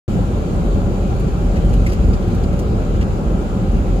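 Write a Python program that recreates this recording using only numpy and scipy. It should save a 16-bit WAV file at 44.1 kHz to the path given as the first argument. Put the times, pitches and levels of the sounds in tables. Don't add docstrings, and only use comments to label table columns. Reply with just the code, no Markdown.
import sys
import numpy as np
from scipy import signal
from scipy.fft import rfft, irfft
from scipy.io import wavfile
from scipy.ndimage import uniform_filter1d

SR = 44100
rng = np.random.default_rng(int(sys.argv[2]) if len(sys.argv) > 2 else 0)


def wav_out(sig):
    wavfile.write(sys.argv[1], SR, np.round(np.clip(np.atleast_2d(sig).T, -1, 1) * 32767).astype(np.int16))


N = 176400
TIME_S, FREQ_HZ = np.arange(N) / SR, np.fft.rfftfreq(N, 1 / SR)
LEFT_LAG_S = .000268


# (frequency [Hz], density [dB/Hz])
RUMBLE_SPECTRUM = [(20, -70), (34, -61), (58, -35), (75, -38.5), (98, -41.5), (118, -40.5), (140, -47),
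                   (160, -41.5), (200, -41.5), (235, -47), (290, -51), (350, -49.5), (470, -55),
                   (585, -54.5), (640, -62.5), (810, -61.5), (890, -65), (1400, -70), (1510, -75.5),
                   (1780, -82.5), (2600, -90), (6000, -120)]
# (centre [Hz], width [Hz], gain [dB])
RUMBLE_PEAKS = [(770, 56, 3), (1352, 144, 3), (1629, 84, 6.5), (1990, 70, 7)]
# (frequency [Hz], coherence [0-1])
RUMBLE_COHERENCE = [(40, 1), (95, 0.81), (200, 0.91), (420, 0.87), (560, 0.62), (700, 0.47), (1500, 0.13)]
# (frequency [Hz], left lead [rad])
RUMBLE_PHASE = [(30, -0.52), (330, 0.03), (570, -0.04), (760, -0.13), (900, -2.5), (1800, -2)]
# (time [s], roughness [dB])
ROUGHNESS = [(0, 0.8), (.7, -1.5), (1.48, 0), (1.6, 0), (1.78, 3.5), (1.95, 2), (2.02, 5.5), (2.14, 5),
             (2.2, -6), (2.3, 3), (2.6, 0), (2.8, -3), (3.0, 1), (3.3, 0), (3.6, -2.5), (4, 2)]
# (frequency [Hz], share [0-1])
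ROUGHNESS_SHARE = [(30, 0.99), (60, 0.69), (110, 0.77), (180, 0.21), (300, 0), (1500, 0.078)]

def tyre_rumble():
    density_db = over_hz(RUMBLE_SPECTRUM, FREQ_HZ) + resonances_db(RUMBLE_PEAKS)
    rumble = ear_noise(density_db, over_hz(RUMBLE_COHERENCE, FREQ_HZ), over_hz(RUMBLE_PHASE, FREQ_HZ))
    return modulate(rumble, lambda hz, t: over_hz(ROUGHNESS_SHARE, hz) * over_time(ROUGHNESS, t),
                    patch_db=.93, flutter_db=.5)


def cabin_boom(centre_hz=45.4, width_hz=8.5):
    level_db = -23 + .26 * over_time(ROUGHNESS, TIME_S)
    return amp(level_db) * narrow_noise(N, centre_hz, width_hz)


def engine_drone(mean_hz=41.4, wander_hz=.86, rms_db=-20.5):
    pitch_hz = mean_hz + wander_hz * drift((N,), cells=(7000,))
    return amp(rms_db) * np.sqrt(2) * np.sin(2 * np.pi * np.cumsum(pitch_hz) / SR)


# (time [s], level [dB])
RIDGES = [(1.561, -19), (1.773, -16), (1.993, -9), (2.046, -11.5), (2.087, -16)]
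# (frequency [Hz], level [dB], T60 [s])
BODY_MODES = [(57, -2, 0.17), (79, -2, 0.12), (120, -0.5, .08), (166, -6.5, 0.063)]

def body_thuds(size=8192):
    t, out = np.arange(size) / SR, np.zeros((2, N))
    thud = sum(amp(db - 60 * t / t60_s) * np.sin(2 * np.pi * hz * t) for hz, db, t60_s in BODY_MODES)
    for start_s, level_db in RIDGES:
        add(out, start_s, -amp(level_db) * np.array([thud, thud]))
    return out


# (frequency [Hz], density [dB/Hz])
HISS_SPECTRUM = [(600, -105), (2000, -82), (2400, -78), (2900, -80), (3600, -82), (4800, -85.5),
                 (5300, -89.5), (6100, -85), (7000, -85), (8400, -93.5), (9300, -89.5), (11200, -94.5),
                 (12600, -95.5), (13800, -101), (15000, -101), (16000, -106)]
# (centre [Hz], width [Hz], gain [dB])
HISS_PEAKS = [(2380, 98, 3.5), (3140, 60, 4.5), (3560, 43, -1), (6700, 180, 2.5)]
# (frequency [Hz], coherence [0-1])
HISS_COHERENCE = [(2000, 0), (3000, 0), (3900, 0.14), (5200, 0), (6800, 0.56), (8300, 1), (9200, 1),
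                  (10300, 0.67), (12500, 0.7), (13800, 1), (15000, 0)]
# (time [s], gain [dB])
HISS_GAIN = [(0, 1), (.7, -1), (1.2, -0.3), (1.9, 0), (2.4, -0.8), (2.9, -1.5), (4, -1.2)]

def air_hiss():
    ripple_db = 1.42 * drift((2, len(FREQ_HZ)), cells=(1, 300))
    density_db = over_hz(HISS_SPECTRUM, FREQ_HZ) + ripple_db + resonances_db(HISS_PEAKS)
    hiss = ear_noise(density_db, over_hz(HISS_COHERENCE, FREQ_HZ), -2 * np.pi * FREQ_HZ * LEFT_LAG_S)
    return modulate(hiss, lambda hz, t: over_time(HISS_GAIN, t), patch_db=1.1, flutter_db=.28)


# (time [s], hold [s], gain [dB], tilt [dB/octave], ring [Hz], ring width [Hz], ring gain [dB])
RATTLE_BURSTS = [(1.197, .009, -13, 8, 11000, 900, 3), (1.275, 0.011, -11, 0, 4900, 460, 3),
                 (1.558, 0.018, -6.5, -2, 2700, 900, 4.5), (1.644, .012, -16, 6, 14500, 900, 4),
                 (1.693, .007, -10, 6, 11000, 900, 3), (1.731, 0.012, -4, 2, 11500, 1200, 3),
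                 (1.863, 0.009, -1.5, 3.8, 2150, 560, 15), (1.889, 0.017, -6, 1, 4400, 900, 2),
                 (1.919, 0.0073, -3.5, 1.5, 4400, 900, 1), (1.931, 0.0018, 3.5, 3.5, 13500, 1500, 2),
                 (1.94, 0.012, -14, -2, 4900, 460, 2), (2.132, 0.011, -6.5, -2, 4970, 460, 8),
                 (2.224, 0.0067, -12.5, -1, 3400, 600, 12), (2.276, .01, -12, 2, 11000, 900, 4),
                 (2.346, 0.0057, -8, 5, 11200, 900, 6), (2.435, 0.0074, -8.5, 1, 4400, 1100, 11.5),
                 (2.526, .018, -13, -1, 4000, 460, 2), (2.59, 0.009, -4.5, 5.5, 6500, 900, 5),
                 (3.009, 0.013, -7, -3.5, 2600, 900, 1.5), (3.025, .005, -8, -1, 3000, 1200, 8)]
# (frequency [Hz], density [dB/Hz])
RATTLE_SPECTRUM = [(900, -100), (1800, -64.5), (2700, -66), (3700, -77), (4600, -72.5), (5600, -72.5),
                   (8200, -81.5), (10500, -82), (13000, -88.5), (16000, -97)]

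def loose_rattle(contacts_per_s=3300, spread_db=10, attack_s=.001, decay_s=.0039, size=4096):
    echo_gain, echo_t60_s = amp(-5.5), .07
    tilt_floor_hz, tilt_pivot_hz = 1800, 5450
    t, hz, out = np.arange(size) / SR, np.fft.rfftfreq(size, 1 / SR), np.zeros((2, N))
    tail = unit(rng.standard_normal((2, size)) * amp(-60 * t / echo_t60_s))
    echo = rfft(tail) / np.sqrt(size)
    direct = np.exp(-2j * np.pi * hz * np.array([[LEFT_LAG_S], [0]]))
    path = (direct + echo_gain * echo) / np.hypot(1, echo_gain)
    octaves = np.log2(np.maximum(hz, tilt_floor_hz) / tilt_pivot_hz)
    for start_s, hold_s, gain_db, tilt_db, ring_hz, width_hz, ring_db in RATTLE_BURSTS:
        chance, force, polarity = rng.random((3, size))
        contacts = unit((chance < contacts_per_s / SR) * np.sign(polarity - .5) * amp(spread_db * force))
        envelope = np.minimum(t / attack_s, 1) * np.exp(-np.maximum(t - hold_s, 0) / decay_s)
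        shape_db = tilt_db * octaves + ring_db * peak(hz, ring_hz, width_hz)
        colour = amp(over_hz(RATTLE_SPECTRUM, hz) + gain_db + shape_db) * np.sqrt(SR / 2)
        add(out, start_s, irfft(rfft(contacts * envelope) * colour * path, size))
    return out


# (time [s], level [dB])
WHISTLE_ENVELOPE = [(0, -74), (1.03, -72), (1.25, -61), (1.5, -65), (2.3, -66), (2.9, -65), (3.05, -58),
                    (3.25, -65), (4, -63)]

def gap_whistle(centre_hz=4965, width_hz=62, waver_db=3):
    tone = narrow_noise((2, N), centre_hz, width_hz)
    return tone * amp(over_time(WHISTLE_ENVELOPE, TIME_S) + waver_db * drift((N,), cells=(3500,)))


def amp(db):
    return 10 ** (np.asarray(db) / 20)


def unit(x):
    return x / np.sqrt(np.mean(x ** 2) + 1e-20)


def over_hz(points, hz):
    knots_hz, values = np.transpose(points)
    return np.interp(np.log(hz + 1), np.log(knots_hz + 1), values)


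def over_time(points, t):
    return np.interp(t, *np.transpose(points))


def add(mix, start_s, sound):
    part = mix[:, round(start_s * SR):][:, :sound.shape[1]]
    part += sound[:, :part.shape[1]]


def peak(hz, centre_hz, width_hz):
    return 1 / (1 + ((hz - centre_hz) / (width_hz / 2)) ** 2)


def resonances_db(peaks):
    return sum(db * peak(FREQ_HZ, centre_hz, width_hz) for centre_hz, width_hz, db in peaks)


def narrow_noise(shape, centre_hz, width_hz):
    return unit(irfft(rfft(rng.standard_normal(shape)) * peak(FREQ_HZ, centre_hz, width_hz), N))


def drift(shape, cells):
    x = rng.standard_normal(shape)
    for axis, span in enumerate(cells):
        x = uniform_filter1d(uniform_filter1d(x, span, axis), span, axis)
    return unit(x)


def ear_noise(density_db, coherence, left_lead_rad):
    common, separate = rfft(rng.standard_normal((2, N)))
    coherence = np.clip(coherence, 0, 1)
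    left = common * np.exp(1j * left_lead_rad)
    right = coherence * common + np.sqrt(1 - coherence ** 2) * separate
    return irfft(np.array([left, right]) * amp(density_db), N) * np.sqrt(SR / 2)


def modulate(noise, gain_db, patch_db, flutter_db):
    hz, t, bands = signal.stft(noise, SR, nperseg=1024, noverlap=768)
    patches = drift((len(t), len(hz)), cells=(9, 6)).T
    flutter = drift((len(t),), cells=(8,))
    bands = bands * amp(gain_db(hz[:, None], t) + patch_db * patches + flutter_db * flutter)
    return signal.istft(bands, SR, nperseg=1024, noverlap=768)[1][:, :N]


# (frequency [Hz], left over right [dB])
CABIN_BALANCE = [(60, 0.2), (220, -0.7), (350, 2), (580, 2), (680, 0), (1100, 0.5), (1500, 2.5), (2300, 1),
                 (3200, 0.9), (9000, -0.5)]

def scene():
    mix = tyre_rumble() + cabin_boom() + engine_drone() + body_thuds()
    mix += air_hiss() + gap_whistle() + loose_rattle()
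    lean_db = over_hz(CABIN_BALANCE, FREQ_HZ) / 2
    return irfft(rfft(mix) * amp([lean_db, -lean_db]), N)


def record(dry, low_cut_hz=33, high_cut_hz=15800, open_s=.0797, fade_s=.001):
    highpass = signal.butter(4, low_cut_hz, "high", fs=SR, output="sos")
    lowpass = signal.firwin(511, high_cut_hz, window=("kaiser", 9), fs=SR)
    gate = np.clip((TIME_S - open_s) / fade_s, 0, 1)
    return signal.oaconvolve(signal.sosfilt(highpass, dry) * gate, lowpass[None], "same")


dry = scene()
out = record(dry)
wav_out(out)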